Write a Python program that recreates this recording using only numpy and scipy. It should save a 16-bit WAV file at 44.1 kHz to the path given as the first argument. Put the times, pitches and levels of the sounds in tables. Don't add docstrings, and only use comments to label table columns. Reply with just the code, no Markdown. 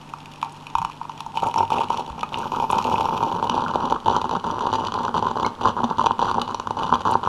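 import sys
import numpy as np
from scipy import signal
from scipy.fft import rfft, irfft
from scipy.io import wavfile
from scipy.ndimage import uniform_filter1d

SR = 44100
rng = np.random.default_rng(int(sys.argv[2]) if len(sys.argv) > 2 else 0)


def to_wav(sig):
    pcm = np.clip(np.atleast_2d(sig), -1, 1) * 32767
    pcm = np.round(pcm).astype(np.int16)
    wavfile.write(sys.argv[1], SR, pcm.T)


N = 321041


def undb(db):
    return 10 ** (np.asarray(db) / 20)


def unit(x):
    return x / np.sqrt(np.mean(x ** 2))


def noise():
    return rng.standard_normal(N)


def curves(table):
    s, *columns = np.transpose(table)
    return [np.interp(np.arange(N) / SR, s, c) for c in columns]


def add(track, s, sound):
    i = min(max(int(s * SR), 0), N - 1)
    track[i:i + len(sound)] += sound[:N - i]


def convolve(x, response):
    return signal.fftconvolve(x, response)[:N]


def colour(points, size=4096):
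    hz, db = np.transpose(points)
    f = np.maximum(np.arange(size // 2 + 1) * SR / size, 1)
    log_gain = np.log(undb(np.interp(np.log(f), np.log(hz), db)))
    cepstrum = irfft(log_gain)
    cepstrum[1:size // 2] *= 2
    cepstrum[size // 2 + 1:] = 0
    return irfft(np.exp(rfft(cepstrum)))


def resonate(x, modes):
    out = x
    for hz, width, db in modes:
        out = out + undb(db) * signal.lfilter(*signal.iirpeak(hz, hz / width, SR), x)
    return out


def ring(hz, t60, attack, glide=0, hold=1):
    t = np.arange(int(t60 * SR) + 2) / SR
    shape = (1 - np.exp(-t / attack)) * np.exp(-np.log(1000) * (t / t60) ** hold)
    phase = 2 * np.pi * hz * t * (1 + glide * t / t60 / 2)
    return shape / shape.max() * np.sin(phase)


def burst(t60, size=512):
    x = rng.standard_normal(size) * np.exp(-np.log(1000) * np.arange(size) / SR / t60)
    return x / abs(x).max()


def swell(start, length, attack, release, sag_db=0):
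    t = np.arange(int((length + 7 * release) * SR)) / SR
    held = np.minimum(t / attack, 1) * undb(-sag_db * np.minimum(t / length, 1))
    out = np.zeros(N)
    add(out, start, held * np.exp(-np.maximum(t - length, 0) / release))
    return out


def pot(flow, wet, chug_db, empty):
    small, small_film = bubbling(empty)
    big, big_film = pops(POP_EVENTS + slugs(empty))
    air = big + flow * undb(-3) * small
    struck = air + big_film
    base = boiler(air * undb(chug_db), flow * undb(chug_db), empty)
    tick, splash = drops(flow, empty)
    droplets = big_film + splash + wet * (undb(-1) * small_film + undb(-4) * mist())
    return spout(struck, empty) + base + spray(droplets, tick, empty) + plinks() + spits()


FILM_T60 = .012
# t/s, peak level/dB, ring f/Hz, level/dB of the bursting film
POP_EVENTS = [(.1368, -12.5, 1130, -30.5), (0.4282, -5.5, 1070, -21), (.6681, -24, 1070, -26),
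              (0.7522, -2, 1030, -21.5), (0.7839, -9.5, 1004, -20), (0.8166, -11.5, 1010, -28),
              (0.8244, -15, 1000, -30), (0.8483, -6.5, 1075, -22.5), (.898, -19, 1050, -33),
              (1.0135, -15, 1008, -46), (1.0522, -20.5, 1020, -41), (1.0954, -15.5, 1025, -39),
              (1.2051, -17.5, 1040, -20.5), (1.2629, -18.5, 960, -30.5), (1.372, -10, 940, -19),
              (1.4293, -8, 780, -37), (1.5411, -12.5, 1005, -21), (1.605, -4.5, 890, -41),
              (1.719, -6, 900, -27), (1.9025, -5.5, 965, -22.5), (2.231, -12, 984, -22),
              (2.3732, -16, 950, -30), (2.5191, -12, 980, -24), (2.5997, -10.5, 900, -26),
              (2.702, -6.5, 1050, -21), (3.0083, -8, 1000, -17), (3.055, -10, 910, -23),
              (3.2277, -7, 930, -25.5), (3.426, -8.5, 950, -24), (3.4412, -13, 930, -24),
              (3.4964, -9, 988, -15), (3.9231, -4, 955, -21), (4.0818, -5.5, 960, -23),
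              (4.164, -6.5, 960, -17), (4.2153, -12, 980, -20), (4.293, -13, 1020, -22.5),
              (4.44, -15.5, 925, -43), (4.6692, -7.5, 979, -28), (4.7282, -7.5, 930, -21),
              (4.9208, -15, 1020, -22), (4.9404, -13.5, 1005, -17), (5.1792, -10.5, 990, -22),
              (5.2247, -8.5, 920, -24), (5.268, -8, 1040, -26), (5.3982, -9.5, 1040, -22),
              (5.463, -12.5, 920, -14.5), (5.655, -4.5, 1036, -19.5), (5.833, -10, 940, -34),
              (5.8411, -8, 990, -21.5), (5.9099, -10, 930, -39), (5.994, -6.5, 1030, -39),
              (6.0605, -8, 970, -15.5), (6.067, -3.5, 980, -18), (6.1085, -6, 1010, -27),
              (6.1919, -8.5, 990, -22), (6.3129, -9, 1030, -20), (6.3816, -8.5, 916, -38),
              (6.4164, -16.5, 1030, -12.5), (6.5452, -12, 977, -16.5), (6.598, -11.5, 1020, -21.5),
              (6.6714, -11, 1050, -25.5), (6.707, -10, 904, -24), (6.8328, -13.5, 1040, -19),
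              (6.9249, -4, 1000, -39), (6.9379, -4.5, 1054, -21), (7.0733, -11, 1045, -23),
              (7.1533, -2, 960, -53), (7.2726, -5.5, 1038, -25)]


def pops(rows, t60=0.0098, attack=0.0015, film_db=4):
    air, film = np.zeros(N), np.zeros(N)
    for s, db, hz, crack_db in rows:
        add(air, s, undb(db) * ring(hz, t60, attack, hold=1.15))
        add(film, s, undb(crack_db + film_db) * burst(FILM_T60))
    return air, film


PITCH_SPREAD = .11
REFILL_S, REFILL_DB = 0.011, 19
# start t/s, length t/s, strength level/dB, extra spray level/dB
STEAM_SPURTS = [(.438, 0.039, -34, -5), (.52, 0.12, -58, 15), (.762, 0.047, -35, -2),
                (1.188, .03, -47.5, 19), (1.34, 0.064, -34, 9.5), (1.422, 0.066, -20.5, -2),
                (1.559, 0.078, -19.5, 1), (1.703, 0.14, -19.5, 1.5), (1.897, 0.12, -26.5, 4.5),
                (2.078, 0.03, -31, 5), (2.18, 0.027, -30, 0), (2.32, .035, -31.5, 6),
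                (2.375, 0.1, -26.5, 1.5), (2.517, 0.13, -24.5, -1), (2.695, 0.13, -21.5, -1),
                (2.849, 0.24, -21.5, 0), (3.108, .29, -23, -1), (3.435, 0.035, -25, 0),
                (3.492, 0.22, -23, -1), (3.737, .23, -23, -4.5), (4.059, .13, -20.5, 1.5),
                (4.242, 0.014, -21, 0), (4.311, 0.058, -21.5, 1), (4.437, 0.15, -25.5, 1),
                (4.607, 0.095, -23, -1), (4.727, 0.034, -19.5, 6), (4.783, 0.11, -26.5, 2.5),
                (4.937, 0.16, -24, -3), (5.142, 0.049, -20, 6.5), (5.226, 0.087, -24, 2),
                (5.356, 0.12, -23.5, -3), (5.61, 0.033, -25.5, 6.5), (5.647, 0.051, -18, 1),
                (5.766, .04, -23, -2), (5.834, 0.012, -17.5, 9), (5.891, 0.034, -27.5, -3),
                (5.983, 0.087, -21.5, 3.5), (6.196, .105, -22, 5), (6.343, 0.087, -23, -5),
                (6.477, 0.046, -27, 2), (6.769, 0.13, -25, 3.5), (6.918, 0.041, -20, -2),
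                (7.006, 0.0099, -23.5, 8.5), (7.052, 0.092, -19, 1), (7.231, 0.082, -23, 2)]


def slugs(empty, gap_s=.019, uneven=.52, lead_db=9, over_db=6.0, scatter_db=4.5, fade_db_per_s=900,
          hz=915, rise=0.093, film_db=-16, film_scatter_db=4, count=20):
    rows, loud_s = [], np.transpose(POP_EVENTS)[0]
    chances = np.clip(rng.standard_normal((len(STEAM_SPURTS), count, 4)), -1.7, 1.7)
    for (start, length, db, *_), chance in zip(STEAM_SPURTS, chances):
        s = start
        for gap, big, pitch, sharp in chance:
            spent_db = fade_db_per_s * max(s - start - length, 0)
            refill_db = REFILL_DB * max(1 - np.abs(s - loud_s).min() / REFILL_S, 0)
            above_db = lead_db if s == start else over_db + scatter_db * big
            peak = db + above_db - spent_db - refill_db
            ring_hz = hz * np.exp(rise * empty[min(int(s * SR), N - 1)] + PITCH_SPREAD * pitch / 2)
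            rows.append((s, peak, ring_hz, peak + film_db + film_scatter_db * sharp))
            s += gap_s * np.exp(uneven * gap)
    return rows


ATTACK_S, SAG_DB, RELEASE_S = 0.0033, 2.5, 0.0061
SIMMER_DB, SIMMER_SLOPE = -37.5, 0.28
SPRAY_DB, SPRAY_SLOPE, FIZZ_DB = -22.5, 0.94, -57.5


def steam_flow(chug_db):
    flow, wet = undb(SIMMER_DB + SIMMER_SLOPE * chug_db), undb(FIZZ_DB)
    for s, length, db, spray_db in STEAM_SPURTS:
        shape = swell(s, length, ATTACK_S, RELEASE_S, SAG_DB)
        flow = flow + undb(db) * shape
        wet = wet + undb(SPRAY_DB + SPRAY_SLOPE * db + spray_db) * shape
    return flow, wet


def bubbling(empty, rate=170, scatter_db=3.5, hz=945, rise=0.038, t60=0.0093, attack=0.00091,
             film_scatter_db=3, count=2400):
    air, film = np.zeros(N), np.zeros(N)
    chance = rng.standard_normal((count, 4))
    times = np.cumsum(np.exp(.45 * chance[:, 0])) / rate
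    for s, (_, big, pitch, sharp) in zip(times, chance):
        if s < N / SR:
            gain = undb(scatter_db * np.minimum(big, 1))
            ring_hz = hz * np.exp(PITCH_SPREAD * pitch + rise * empty[int(s * SR)])
            add(air, s, gain * ring(ring_hz, t60, attack, hold=1.39))
            add(film, s, gain * undb(film_scatter_db * sharp) * burst(FILM_T60))
    return unit(air), unit(film)


# f/Hz, level/dB
SPOUT_FULL = [(200, -24), (550, -17.5), (690, -8.5), (800, -0.5), (930, 5), (1080, -11), (1370, -3),
              (1500, -19), (1900, -20), (2500, 16), (5000, -21.5), (12000, -51)]
# f/Hz, level/dB
SPOUT_EMPTY = [(200, -26.5), (550, -16.5), (680, -10.5), (790, -1), (900, 0), (1010, 1), (1130, -3.5),
               (1450, 4), (1650, 0), (1900, -14.5), (2400, -16), (5000, -28.5), (12000, -44)]


def spout(struck, empty):
    full_sound = convolve(struck, colour(SPOUT_FULL))
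    empty_sound = convolve(struck, colour(SPOUT_EMPTY))
    return (1 - empty) * full_sound + empty * empty_sound


# f/Hz, level/dB
BOILER_COLOUR = [(25, -2), (70, 18), (130, 11), (200, 13), (400, 13.5), (550, 6.5), (630, -5), (700, -8.5),
                 (1200, -49.5), (4000, -66)]


def boiler(chugging, drive, empty):
    shaken = undb(-1.5) * convolve(chugging, colour(BOILER_COLOUR))
    return shaken + rumble(chugging, empty) + gurgle(drive) + knocks()


# f/Hz, level/dB
RUMBLE_COLOUR = [(25, -6), (60, 0), (98, 2.5), (130, 1), (200, 4), (265, 1), (330, -18), (600, -27.5),
                 (3000, -100)]
# f/Hz, width/Hz, level/dB
BOOM_MODES = [(100, 12, 12), (240, 11, 14.5)]


def rumble(chugging, empty, rumble_db=-19, damping_db=6, follow_s=0.029, follow=.75):
    power = np.abs(uniform_filter1d(chugging ** 2, max(int(follow_s * SR), 1)))
    force = np.sqrt(power.mean() * (power / power.mean()) ** follow)
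    drive = force * undb(rumble_db) * unit(convolve(noise(), colour(RUMBLE_COLOUR)))
    boom = resonate(drive, BOOM_MODES) - drive
    return drive + undb(-damping_db * (1.5 - empty)) * boom


def gurgle(drive, low_hz=170, high_hz=620, cycles=14, attack=0.0035, glide=0.067, bubble_db=-13,
           scatter_db=4, count=420):
    out = np.zeros(N)
    for where, size, big in rng.random((count, 3)):
        hz = low_hz * (high_hz / low_hz) ** size
        gain = drive[int(where * N)] * undb(bubble_db + scatter_db * (2 * big - 0.5))
        add(out, where * N / SR, gain * ring(hz, cycles / hz, attack, glide))
    return out


# t/s, peak level/dB, f/Hz
BASE_KNOCKS = [(.753, -34, 58), (0.785, -31, 104), (0.799, -33, 172), (.83, -37, 50), (1.447, -32, 105),
               (2.103, -30, 64.4), (2.15, -33.5, 154), (5.835, -17.5, 236.7)]


def knocks(t60=.12, attack=0.0037):
    out = np.zeros(N)
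    for s, db, hz in BASE_KNOCKS:
        add(out, s, undb(db) * ring(hz, t60, attack))
    return out


DRYING_DB = 3
# f/Hz, relative level/dB
FULL_SPRAY = [(1060, -40), (1800, -4), (2060, -8), (2480, 7), (4010, -5), (4890, -9.5), (5550, -3.5),
              (6100, -12.5), (6830, -10), (7400, -12.5), (8710, -18), (10200, -18), (11100, -23.5),
              (12500, -19), (14500, -38), (15500, -41)]
# f/Hz, relative level/dB
EMPTY_SPRAY = [(1060, -17.5), (1800, -7), (2020, -11), (2300, -16.5), (2980, 4.5), (4240, -3.5), (4810, -7),
               (5260, -19), (5970, -3.5), (6410, -21.5), (6830, -13), (8320, -27), (11400, -28.5),
               (13500, -38), (15500, -68)]
# f/Hz, width/Hz, level/dB
MUG_MODES = [(2956, 18.3, 2), (3470, 38, -9), (4740, 50, 2), (6030, 88, -9), (6610, 110, 2), (9940, 120, 3)]


def spray(droplets, tick, empty):
    full_response, empty_response = colour(FULL_SPRAY), colour(EMPTY_SPRAY)
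    early = convolve(droplets, full_response / np.linalg.norm(full_response))
    late = convolve(droplets, empty_response / np.linalg.norm(empty_response))
    mug = resonate((1 - empty) * early + empty * late + tick, MUG_MODES)
    return undb(-DRYING_DB * empty) * mug


def mist(scatter_db=8.0, t60=0.0032, count=4500):
    out = np.zeros(N)
    for where, chance in rng.random((count, 2)):
        add(out, where * N / SR, undb(-scatter_db * np.log(chance + 0.041)) * burst(t60))
    return unit(out)


# t/s, level/dB
LARGE_DROPS = [(.2041, -28.5), (0.258, -26), (.316, -30), (0.3367, -28), (.3587, -27.5), (.4153, -22.5),
               (.701, -29), (.913, -27), (1.1185, -28), (1.974, -15), (2.2098, -18), (2.387, -21),
               (2.725, -15.5), (2.784, -11.5), (2.843, -14.5), (3.856, -17), (4.8705, -14), (5.0325, -16),
               (6.9444, -14)]


def drops(flow, empty, hz=2650, rise=0.35, t60=0.0025, attack=.0001, ring_db=-6, splash_db=-2,
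          stray_db=-17, follow=0.37, scatter_db=3, count=110):
    tick, splash = np.zeros(N), np.zeros(N)
    times = (np.arange(count) + rng.random(count)) / count * (N - 1) / SR
    stray = []
    for s, big in zip(times, rng.uniform(-0.8, 2.5, count)):
        flow_db = 20 * np.log10(flow[int(s * SR)])
        stray.append((s, stray_db + follow * flow_db + scatter_db * big))
    for s, db in LARGE_DROPS + stray:
        pitch = hz * np.exp(rise * empty[int(s * SR)] + PITCH_SPREAD * rng.standard_normal())
        add(tick, s, undb(db + ring_db) * ring(pitch, t60, attack))
        add(splash, s, undb(db + splash_db) * burst(FILM_T60))
    return tick, splash


# t/s, peak level/dB, f/Hz, t60/s
POOL_BUBBLES = [(1.581, -21, 5540, 0.012), (1.784, -18, 2660, 0.012), (2.231, -15, 1232, 0.048),
                (2.234, -26, 2500, 0.034), (2.343, -13, 2850, 0.0072), (2.343, -26, 3580, 0.019),
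                (2.958, -20.5, 2550, 0.016), (5.448, -27, 2175, 0.065), (5.45, -29, 4100, 0.031)]


def plinks():
    out = np.zeros(N)
    for s, db, hz, t60 in POOL_BUBBLES:
        add(out, s, undb(db) * ring(hz, t60, attack=.0002, glide=.02))
    return out


# t/s, peak level/dB
STEAM_SPITS = [(0.523, -34), (1.472, -27), (2.386, -25.5), (2.712, -19.5), (6.418, -31), (7.112, -22)]


def spits(low_hz=6000, high_hz=11000):
    out = np.zeros(N)
    for s, db in STEAM_SPITS:
        add(out, s, undb(db) * burst(2 * FILM_T60))
    return signal.sosfilt(signal.butter(3, [low_hz, high_hz], "band", fs=SR, output="sos"), out)


# delay t/s, signed gain
SURFACE_ECHOES = [(.0095, -0.066), (0.0168, .05), (0.0258, -.075), (.0315, .07), (.0413, 0.089)]


def room(x, wet_db=-12, build=0.0081, dull_hz=6000, t60=.24):
    t = np.arange(SR // 2) / SR
    tail = rng.standard_normal(len(t)) * (1 - np.exp(-t / build)) * np.exp(-np.log(1000) * t / t60)
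    response = undb(wet_db) * tail / np.linalg.norm(tail)
    for delay, gain in SURFACE_ECHOES:
        response[int(delay * SR)] += gain
    return x + convolve(x, signal.lfilter(*signal.butter(1, dull_hz, fs=SR), response))


# f/Hz, relative level/dB
LEAK_SPECTRUM = [(2000, -10), (4000, 4), (5600, 8), (8000, -14), (11300, -8), (12150, 0), (13200, -10),
                 (14500, -5), (15800, -19)]


def steam_leak(flow, leak_db=-56, slope=0.22):
    level = undb(leak_db) * swell(start=2.22, length=.97, attack=0.29, release=0.22)
    level = level * (flow / np.median(flow)) ** slope
    return level * unit(convolve(noise(), colour(LEAK_SPECTRUM)))


SWITCH_S = 3.4452
# f/Hz, rms level/dB
HOB_HUM = [(100.5, -58), (149, -48.5)]


def hob_hum(stop_s=.03):
    t = np.arange(N) / SR
    hum = np.zeros(N)
    for hz, db in HOB_HUM:
        hum += undb(db) * np.sqrt(2) * np.sin(2 * np.pi * (hz * t + rng.random()))
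    return hum * np.clip((SWITCH_S - t) / stop_s + 1, 0, 1)


def switch_click(peak_db=-24):
    out = np.zeros(N)
    add(out, SWITCH_S, undb(peak_db) * burst(t60=.001))
    return out


# f/Hz, relative level/dB
KITCHEN_COLOUR = [(25, -4.5), (90, -10.5), (150, -7), (200, -0.5), (280, -1), (350, -8), (650, -11),
                  (1000, -5.5), (2000, -22), (3000, -20), (6000, -29.5), (12000, -39.5), (15500, -62)]


def kitchen(level_db=-45):
    return undb(level_db) * unit(convolve(noise(), colour(KITCHEN_COLOUR)))


# t/s, boiler chugging level/dB, emptiness of the spout (0-1)
STEAM_COURSE = [(0, -28, 0.14), (1.3, -13, .36), (1.43, -3.5, .28), (2.3, 0.5, 0.48), (2.9, 1, 0.38),
                (3.7, 2, 0.81), (5.5, 2, 0.93), (7.28, 1.5, 0.82)]


def scene():
    chug_db, empty = curves(STEAM_COURSE)
    flow, wet = steam_flow(chug_db)
    hob = steam_leak(flow) + hob_hum() + switch_click()
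    return (room(pot(flow, wet, chug_db, empty)) + hob + kitchen())[None]


def record(dry, top_hz=15400):
    return signal.sosfilt(signal.ellip(8, .2, 70, top_hz, fs=SR, output="sos"), dry)


dry = scene()
out = record(dry)
to_wav(out)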